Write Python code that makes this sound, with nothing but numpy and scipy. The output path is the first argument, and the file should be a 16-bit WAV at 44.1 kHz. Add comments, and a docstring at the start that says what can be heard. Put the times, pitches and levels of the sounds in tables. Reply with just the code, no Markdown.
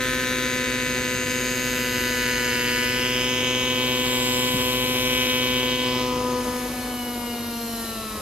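"""A model helicopter landing on grass.

A small two-stroke helicopter hovers, sinks, lands and throttles down. Its exhaust is a pulse train
that hums and rasps through the muffler, every second firing weaker; rotors and gears are locked to
the crank. The ground echo shifts with height, and sideways drift moves the sound between two
microphones. Light air rumbles, and midway a soft knock rings the case that holds the microphones."""
import sys
import numpy as np
from scipy import signal
from scipy.fft import rfft, irfft, next_fast_len
from scipy.io import wavfile
from scipy.ndimage import map_coordinates

SR = 44100
rng = np.random.default_rng(int(sys.argv[2]) if len(sys.argv) > 2 else 0)


def unload_audio(sound):
    """Save the sound as a 16-bit wav file, at the path given as the first command line argument."""
    columns = np.transpose(np.atleast_2d(sound))
    # keep every value between -1 and 1, then stretch to whole-number steps
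    steps = np.round(np.clip(columns, -1, 1) * 32767)
    wavfile.write(sys.argv[1], SR, steps.astype(np.int16))


N = 362061

# Loudness of the high hiss. Each row: time in seconds, level in dB.
HISS_LEVEL = [(0, -40), (.7, -43.5), (1.15, -42.5), (2.75, -38), (3.5, -43.5), (4.15, -39.5), (4.7, -37.5),
              (5.3, -39.5), (5.8, -42.5), (6.15, -43.5), (6.55, -40), (7.5, -42.5), (7.8, -38.5), (8, -41),
              (8.21, -40.5)]
# After touchdown the throttle eases, the blades flatten, the engine idles: start and length in seconds.
THROTTLE_BACK, BLADES_FLATTEN, THROTTLE_IDLE = (6.43, .3), (6.55, .6), (7.75, .4)
MAIN_PASSES_PER_TURN, TAIL_PASSES_PER_TURN = .2035, .947  # blade passes per crank turn


def amp(db):
    """Decibels as an amplitude ratio."""
    return 10 ** (np.asarray(db) / 20)

def unit(x):
    """Normalisation to rms 1."""
    return x / np.sqrt(np.mean(x ** 2) + 1e-20)

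def along(points, hz):
    """Interpolation of (Hz, value) points on a logarithmic frequency axis."""
    f, v = np.transpose(points)
    return np.interp(np.log(hz + 1), np.log(f + 1), v)

def curves(rows):
    """Linear interpolation in time: one curve for each column after the seconds."""
    s, *cols = np.transpose(rows)
    return [np.interp(np.arange(N) / SR, s, c) for c in cols]

def ramp(start, length):
    """A linear rise from 0 to 1 over length seconds."""
    return np.clip((np.arange(N) / SR - start) / length, 0, 1)

def bell(middle, half):
    """A Gaussian swell from 0 to 1 and back."""
    return np.exp(-((np.arange(N) / SR - middle) / half) ** 2)

def wobble(rate, steps=8):
    """Smooth random modulation: a spline through rate knots a second."""
    knots = rng.standard_normal(int(N * rate / SR) + 4)
    fine = np.arange(len(knots) * steps) / steps
    return np.interp(np.arange(N) * (rate / SR), fine, map_coordinates(knots, [fine], mode="mirror"))

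def filtered(x, response):
    """Linear filtering: the spectrum of x times a frequency response."""
    m = next_fast_len(N + SR // 4)
    return irfft(rfft(x, m) * response(np.fft.rfftfreq(m, 1 / SR)), m)[..., :N]

def coloured(x, points, size=4096):
    """Minimum-phase filtering by a (Hz, dB) response; the result has rms 1."""
    cepstrum = irfft(np.log(amp(along(points, np.fft.rfftfreq(size, 1 / SR)))))
    cepstrum[1:size // 2] *= 2
    cepstrum[size // 2 + 1:] = 0
    return unit(signal.oaconvolve(x, irfft(np.exp(rfft(cepstrum))))[:N])

def pulses(at, sizes):
    """Band-limited impulses: windowed sincs at fractional sample positions."""
    taps = np.floor(at)[:, None] + np.arange(-7, 9)
    offset = taps - at[:, None]
    clicks = np.sinc(offset) * np.sinc(offset / 8) * sizes[:, None]
    return np.bincount(np.clip(taps, 0, N).astype(int).ravel(), clicks.ravel(), N + 1)[:N]

def delayed(x, ms):
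    """A time-varying propagation delay."""
    return map_coordinates(x, [np.arange(N) - ms * SR / 1000], order=3)

def puffs(cycles, depth, sharp):
    """Amplitude modulation: white noise that swells once a cycle."""
    swell = (.5 + .5 * np.cos(2 * np.pi * cycles)) ** sharp
    return unit(rng.standard_normal(N) * (1 + depth * swell))

def aspects(height, below_m=3.13, side_m=1.4, skim_m=1.3, ground_m=.18):
    """Directivity: weights for the craft heard from below, from the side and landed; they sum to 1."""
    below = np.clip((height - side_m) / (below_m - side_m), 0, 1)
    landed = np.clip((skim_m - height) / (skim_m - ground_m), 0, 1)
    return np.array([below, 1 - below - landed, landed])

def firing_pairs(turns):
    """Period doubling: a phase that is whole at each strong firing and slips a turn at random."""
    # Slips of the strong-weak pattern. Each row: time in seconds, mean slips per second.
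    slip_rate = [(0, 11), (1.1, 9), (1.6, 2), (4.3, 3), (5.1, 18)]
    slips_per_s, = curves(slip_rate)
    return (turns + np.cumsum(rng.random(N) < slips_per_s / SR)) / 2

def muffler(cracks, rings, bounce, split_hz, round_trips_ms=(.504, 1.211)):
    """All-pass dispersion: two chambers smear the cracks (below split_hz) and rings (above) in time."""
    def chambers(hz):
        trips = np.exp(-2j * np.pi * np.outer(round_trips_ms, hz) / 1000)
        shares = bounce * np.array([[.5], [1]])
        return np.prod((1 - shares / trips) / (1 - shares * trips), axis=0)
    treble = lambda hz: .5 + .5 * np.tanh((hz - split_hz) / 70)
    return filtered(cracks + filtered(rings - cracks, treble), chambers)

def exhaust(turns, pairs, aspect, crack_scatter=.13, ring_scatter=.15):
    """Source and filter: each firing is a crack, a thud and a ring; rich running makes them alternate."""
    # Spectra of the rasp in each aspect, and of the thud. 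Each row: frequency in Hz, relative dB.
    from_below = [(900, -53.5), (1250, 3.5), (1400, 4), (1500, 6.5), (1780, 4), (2150, 0), (2500, -4),
                  (2850, 2.5), (3120, 0.5), (3450, -3.5), (3850, -3.5), (4150, -12.5), (4550, -10.5),
                  (5000, -8), (5600, -13), (7400, -15.5), (10000, -22.5), (13000, -29), (15500, -44)]
    from_side = [(900, -38), (1300, -34.5), (1500, -3.5), (1780, -3.5), (2270, 4), (2500, 1), (2750, 0.5),
                 (3050, 4), (3550, -5), (3850, -6.5), (4200, -18), (5300, -18.5), (7500, -18), (10000, -44)]
    when_landed = [(900, -35), (1080, 15), (1220, 0.5), (1440, 11.5), (1570, 5), (1750, 11.5), (1980, 7),
                   (2220, 3), (2400, 6.5), (2600, -2), (2950, 5.5), (3450, -2), (4100, 1.5), (5000, 2.5),
                   (10000, -35)]
    thud_spectrum = [(40, -32), (90, -3), (125, 5.5), (200, -9), (375, 7.5), (520, -18), (640, -4),
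                     (780, -28), (880, -4), (1130, -4), (1400, -28), (3000, -21), (6500, -32),
                     (13000, -31.5)]
    # Loudness of the rasp. Each row: time in seconds, level in dB.
    rasp_level = [(0.1, -26.5), (.7, -26.8), (1.28, -28), (2.1, -26.5), (2.73, -24.5), (3.6, -25),
                  (4.3, -25.5), (4.94, -26), (5.18, -22.5), (5.74, -26), (5.98, -28.5), (6.23, -37.5),
                  (7.07, -45), (7.3, -42.5), (8.1, -42)]
    # Each triple: from below, from the side, landed.
    crack_limps, ring_limps, gas_shares = (.3, .1, .04), (.42, .33, .06), (.27, .15, .08)
    bounces, splits_hz, thuds_db = (.3, .3, .5), (2780, 2660, 2600), (-40, -35, -39)
    jitter_ms, sway_ms, late_ms_per_limp, crack_lead_ms, ring_lag_ms = .008, .024, .07, 1.7, .15

    at = np.interp(np.arange(1, int(turns[-1])), turns, np.arange(N))
    sample = at.astype(int)
    size_draw, time_draw = rng.standard_normal((len(at), 2)).T
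    beat = np.cos(2 * np.pi * pairs[sample])  # +1 strong, -1 weak
    crack_limp, ring_limp = np.dot([crack_limps, ring_limps], aspect[:, sample])
    uneven = ring_limp * beat + ring_scatter * size_draw
    # Weak firings ignite late, and the crank sways under load.
    late_ms = jitter_ms * time_draw - late_ms_per_limp * crack_limp * beat + sway_ms * wobble(85)[sample]
    at = at + late_ms * SR / 1000
    cracks = pulses(at - crack_lead_ms * SR / 1000, 1 + crack_limp * beat + crack_scatter * size_draw)
    rings = pulses(at + ring_lag_ms * SR / 1000, 1 + uneven)
    gas = np.dot(gas_shares, aspect) * puffs(pairs, depth=.15, sharp=2.2)
    rasp, spectra = 0, (from_below, from_side, when_landed)
    for share, bounce, split_hz, spectrum in zip(aspect, bounces, splits_hz, spectra):
        rasp += share * coloured(unit(muffler(cracks, rings, bounce, split_hz)) + gas, spectrum)
    kicks = pulses(at, uneven / np.hypot(ring_limp, ring_scatter))
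    thud = -unit(filtered(kicks, lambda hz: amp(along(thud_spectrum, hz))))
    thud_db = np.dot(thuds_db, aspect) - 13 * ramp(*THROTTLE_BACK)
    rasp_db, = curves(rasp_level)
    return amp(thud_db) * thud + amp(rasp_db) * rasp

def hum(turns, aspect, waver_db=.43, drift_db=.5, hunting_db=2.4):
    """Harmonics of the firing rate leave the muffler; the overtones falter as the throttle comes back."""
    # Each row: crank order, then level in dB from below, from the side, landed, throttled back, idling.
    harmonics = [(1, -34, -30.5, -31, -33, -40), (2, -35, -30.5, -28, -42, -46.5),
                 (3, -59, -46, -44, -43, -50), (4, -41.5, -32.5, -34, -48, -64),
                 (5, -53.5, -43, -41, -55, -50)]
    # Engine stumbles. Each row: middle in seconds, half length in seconds, overtone change in dB.
    stumbles = [(6.435, .022, -11), (6.705, .018, -8)]
    back, idle = ramp(*THROTTLE_BACK), ramp(*THROTTLE_IDLE)
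    states = np.array([*(aspect * (1 - back)), back - idle, idle])
    stumble_db = sum(db * bell(s, half) for s, half, db in stumbles)
    tones = 0
    for order, *levels in harmonics:
        falter_db = (stumble_db + hunting_db * back * wobble(35)) * (order > 1)
        level_db = np.dot(levels, states) + falter_db + waver_db * wobble(25) + drift_db * wobble(1.73)
        tones -= amp(level_db) * np.cos(2 * np.pi * order * turns)
    return np.sqrt(2) * tones

def rotors(turns, waver_db=.65, flattened_db=-3.5):
    """Periodic blade loading radiates harmonics of the passing rate, weaker once the blades flatten."""
    # Rotor tones. Each row: multiple of that rotor's blade passing rate, level in dB.
    main_tones = [(1, -47), (2, -50.5), (3, -54.5), (4, -71), (6, -49.5), (7, -48.5)]
    tail_tones = [(1, -42.5), (2, -49.5), (3, -67), (4, -75)]
    tones = 0
    for ratio, lines in (MAIN_PASSES_PER_TURN, main_tones), (TAIL_PASSES_PER_TURN, tail_tones):
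        for k, db in lines:
            tones += amp(db + waver_db * wobble(12)) * np.sin(2 * np.pi * k * ratio * turns)
    return np.sqrt(2) * amp(flattened_db * ramp(*BLADES_FLATTEN)) * tones

def downwash(turns, height, landed, db_per_m=-.12):
    """Turbulence: the main blades chop the air into a wash, and their tips swish while loaded."""
    # Spectra of wash and tip swish. Each row: frequency in Hz, relative level in dB.
    wash_spectrum = [(20, -50), (45, -1.5), (70, -1), (130, -5), (190, -6), (340, -5), (560, -3),
                     (680, -10), (1000, -8), (1350, -14.5), (3000, -46), (8000, -80)]
    swish_spectrum = [(400, -28), (900, -8), (1350, -9), (3000, -6.5), (8000, -42)]
    flattened, passes = ramp(*BLADES_FLATTEN), MAIN_PASSES_PER_TURN * turns
    gust_db = (.8 + 1.3 * landed) * wobble(15)  # air recirculating off the ground gusts harder
    wash = coloured(puffs(passes, depth=.62, sharp=6.2), wash_spectrum)
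    swish = coloured(puffs(passes, depth=.33, sharp=3.7), swish_spectrum)
    wash_db, swish_db = -39.5 - 2.8 * flattened + gust_db, -42 - 10 * flattened
    return amp(db_per_m * height) * (amp(wash_db) * wash + amp(swish_db) * swish)

def gear_rattle(turns, pairs, aspect, right, db_per_m=1.17):
    """Modulated noise: the gears rattle with each turn and strong firing, louder toward the right."""
    # Spectrum of the rattle. Each row: frequency in Hz, relative level in dB.
    spectrum = [(1500, -12), (3800, 5), (4500, 2), (5350, 3), (5750, 1), (6300, -1), (6950, -9),
                (7400, -13), (8400, -3.5), (10000, -32), (14000, -20)]
    impacts = puffs(turns, depth=.11, sharp=3.8) + .66 * puffs(pairs, depth=5.6, sharp=10)
    level_db = np.dot((-39.5, -36.7, -45), aspect) + db_per_m * right
    return amp(level_db) * coloured(impacts, spectrum)

def high_hiss(turns, dulling):
    """Modulated noise: a high hiss pulses once a crank turn; its top end sounds duller late on."""
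    # Spectra of the hiss. Each row: frequency in Hz, relative level in dB.
    brighter = [(5000, -17), (8000, -2), (9400, -1.5), (10500, 5), (11300, -5.5), (11900, 7.5),
                (13400, 3.5), (14200, -1), (15200, -7), (15800, -13)]
    duller = [(5000, -13), (8000, -5), (9900, 0), (10600, 5), (11000, -2), (11400, 8), (11900, 1),
              (12600, 4), (13500, -1), (14400, -12), (15500, -20)]
    noise = puffs(turns, depth=.88, sharp=2.5)
    hiss_db, = curves(HISS_LEVEL)
    return amp(hiss_db) * ((1 - dulling) * coloured(noise, brighter) + dulling * coloured(noise, duller))

def gear_resonances(pairs):
    """Directional radiation: a sizzle and a narrow ring swell at the times the gears face the listener."""
    # Spectra of the sizzle and the main gear's ring. Each row: frequency in Hz, relative level in dB.
    sizzle = [(5500, -23), (6800, -7), (7400, 0), (7900, -2), (8700, -36), (11000, -40)]
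    ring = [(5500, -53), (6150, -13), (6380, 2), (6480, -5), (6620, 2), (6900, -19), (7600, -42)]
    # Their swells. Each row: middle in seconds, half length in seconds, greatest level in dB.
    sizzle_swells = [(1.3, 1, -44), (4.3, 0.36, -34.5)]
    ring_swells = [(1.55, 1.5, -40.5), (3.45, 0.43, -46), (6.35, 0.5, -46.5)]
    bands = 0
    for spectrum, swells in (sizzle, sizzle_swells), (ring, ring_swells):
        envelope = sum(amp(db) * bell(s, half) for s, half, db in swells)
        bands += envelope * coloured(puffs(pairs, depth=.63, sharp=1), spectrum)
    return bands

def whine(turns, flutter_per_order=.65 / 20, waver_db=.5):
    """Gear and fan tones, modulated in phase by backlash and in amplitude by each crank turn."""
    # Each row: crank order, greatest level in dB, start in seconds, end in seconds.
    partials = [(9, -39.5, 3, 5.5), (7, -46, 6.1, 7.4), (9, -48.5, 6.1, 7.7), (12, -43, 6.7, 7.7),
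                (6, -48, 6.7, 7.7), (10, -54, 6.4, 7.8), (12, -49, 7.35, 8.6), (13, -49, 7.5, 8.1),
                (16, -51, 7, 8), (17, -52, 6.6, 7.4), (17, -50, 7.6, 8.1), (18, -50, 7, 7.75),
                (18, -44, 7.55, 8.35), (24, -50, 7.3, 8.1), (53, -45, 6.6, 8.1), (54, -47, 7.3, 8),
                (8, -52, 7.5, 8.3), (6, -42, 7.75, 8.5), (26, -45, -0.4, 0.9), (25, -45.5, 0.6, 1.9),
                (26, -42, 0.8, 3.3), (27, -47, 1, 1.9), (26, -41, 3.1, 3.9), (51.5, -44.5, 1.3, 3.2),
                (21, -48.5, 5.6, 6.8)]
    backlash = wobble(70) + .5 * wobble(400)
    tones = 0
    for order, db, start, end in partials:
        swell = np.sin(np.pi * ramp(start, end - start))
        phase = order * (2 * np.pi * turns + flutter_per_order * backlash)
        tones += amp(db + waver_db * wobble(37)) * swell * np.sin(phase)
    return unit(1 + .044 * np.cos(2 * np.pi * turns)) * np.sqrt(2) * tones

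def with_ground_echo(x, height, aspect, ms_per_m=.1416, grass_hz=7040):
    """Comb filtering: x plus its reflection off the grass; the notches rise as the craft sinks."""
    dulled = filtered(x, lambda hz: 1 / (1 + (hz / grass_hz) ** 8))
    gain = np.dot((.57, .12, .06), aspect)
    return (x + gain * delayed(dulled, ms_per_m * height)) / np.hypot(1, gain)

def field_scatter(x, t60=.19):
    """Diffuse scattering from grass and trees gives each microphone its own short, bright tail."""
    t = np.arange(SR // 4) / SR
    tail = rng.standard_normal((2, len(t))) * amp(-60 * t / t60)
    wet = signal.oaconvolve(x[None], tail / np.linalg.norm(tail[0]), axes=1)[:, :N]
    # Each row: frequency in Hz, gain in dB.
    response = [(300, -45), (1000, -10), (3000, -5.5), (6000, -5.5), (11000, 0)]
    return filtered(wet, lambda hz: amp(along(response, hz)))

def air(rumble_db=-56, diffuse_db=-3):
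    """Uncorrelated noise at the two microphones: light air rumbles, and hiss arrives from all around."""
    # Each row: frequency in Hz, relative level in dB.
    rumble = [(20, -5), (50, -10), (120, -7), (400, -17), (2000, -34)]
    diffuse = [(2000, -1), (4500, .5), (7500, 8.5), (9400, -10), (10500, 1), (11200, 6.5),
               (12300, -11), (13500, -11), (14000, -21), (15800, -17)]
    pair = lambda spectrum: np.array([coloured(noise, spectrum) for noise in rng.standard_normal((2, N))])
    hiss_db, = curves(HISS_LEVEL)
    return amp(rumble_db) * pair(rumble) + amp(hiss_db + diffuse_db) * pair(diffuse)

def case_knock(rise_s=.011):
    """Damped modes: a soft knock briefly rings the case that holds the microphones."""
    # Each row: start in seconds, gain in dB.
    knocks = [(4.536, -16.5)]
    # Each row: frequency in Hz, relative level in dB, seconds to decay by 60 dB.
    case_modes = [(88, -6, 0.13), (126, 4, 0.1), (204, 4, 0.07), (268, -6.5, 0.28)]
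    out = np.zeros(N)
    for start, db in knocks:
        t = np.maximum(np.arange(N) / SR - start, 0)
        ring = sum(amp(level - 60 * t / t60) * np.sin(2 * np.pi * hz * t) for hz, level, t60 in case_modes)
        out += amp(db) * ring * (1 - np.exp(-t / rise_s))
    return out

def scene():
    """Superposition: the craft's sources add, and a difference in arrival time gives their direction."""
    # Engine speed. Each row: time in seconds, crank turns per second.
    crank_speed = [(0, 255.1), (.55, 252.5), (1.1, 251.4), (1.45, 252.1), (2, 249.4), (2.66, 246.2),
                   (3, 249.7), (3.45, 251.6), (3.8, 252), (4.25, 250.7), (5.05, 252.7), (5.9, 251.1),
                   (6.45, 248.5), (6.82, 248.7), (7.3, 239.1), (7.8, 230.3), (8.21, 213.8)]
    # Each row: time in seconds, height in metres, distance to the right in metres.
    flight_path = [(0, 3.5, -1.83), (1.2, 3.24, -1.5), (2.75, 3.03, 0.86), (3.5, 2.33, 0.7), (4.3, 1.74, 2),
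                   (5.1, 2.2, 2.5), (5.8, 2.02, 0.85), (6.2, 0.71, 0.4), (6.6, 0.11, 0.2), (8.21, 0.26, 0)]
    speed, = curves(crank_speed)
    height, right = curves(flight_path)
    turns, aspect = np.cumsum(speed) / SR, aspects(height)
    pairs, landed = firing_pairs(turns), aspect[2]
    gears = gear_resonances(pairs)
    rush = exhaust(turns, pairs, aspect) + gear_rattle(turns, pairs, aspect, right)
    rush += high_hiss(turns, dulling=landed) + downwash(turns, height, landed)
    tones = hum(turns, aspect) + rotors(turns) + whine(turns)
    craft = with_ground_echo(rush, height, aspect) + gears + tones
    left_lag_ms = .021 + .028 * right
    stereo = np.array([delayed(craft, left_lag_ms / 2), delayed(craft, -left_lag_ms / 2)])
    return stereo + field_scatter(craft) + air() + case_knock()

def record(dry, top_hz=15800):
    """Frequency response: both microphones are band-limited, and the left is a little louder."""
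    # Each row: frequency in Hz, left minus right level in dB.
    balance = [(60, -0.5), (110, 1.5), (200, 0.5), (380, 1.5), (700, 4), (1290, 2), (2380, 1), (4400, 2.5),
               (8120, -0.5), (15000, 0.5)]
    return filtered(dry, lambda hz: amp(np.outer([.5, -.5], along(balance, hz))) * (hz < top_hz))

dry = scene()
out = record(dry)
unload_audio(out)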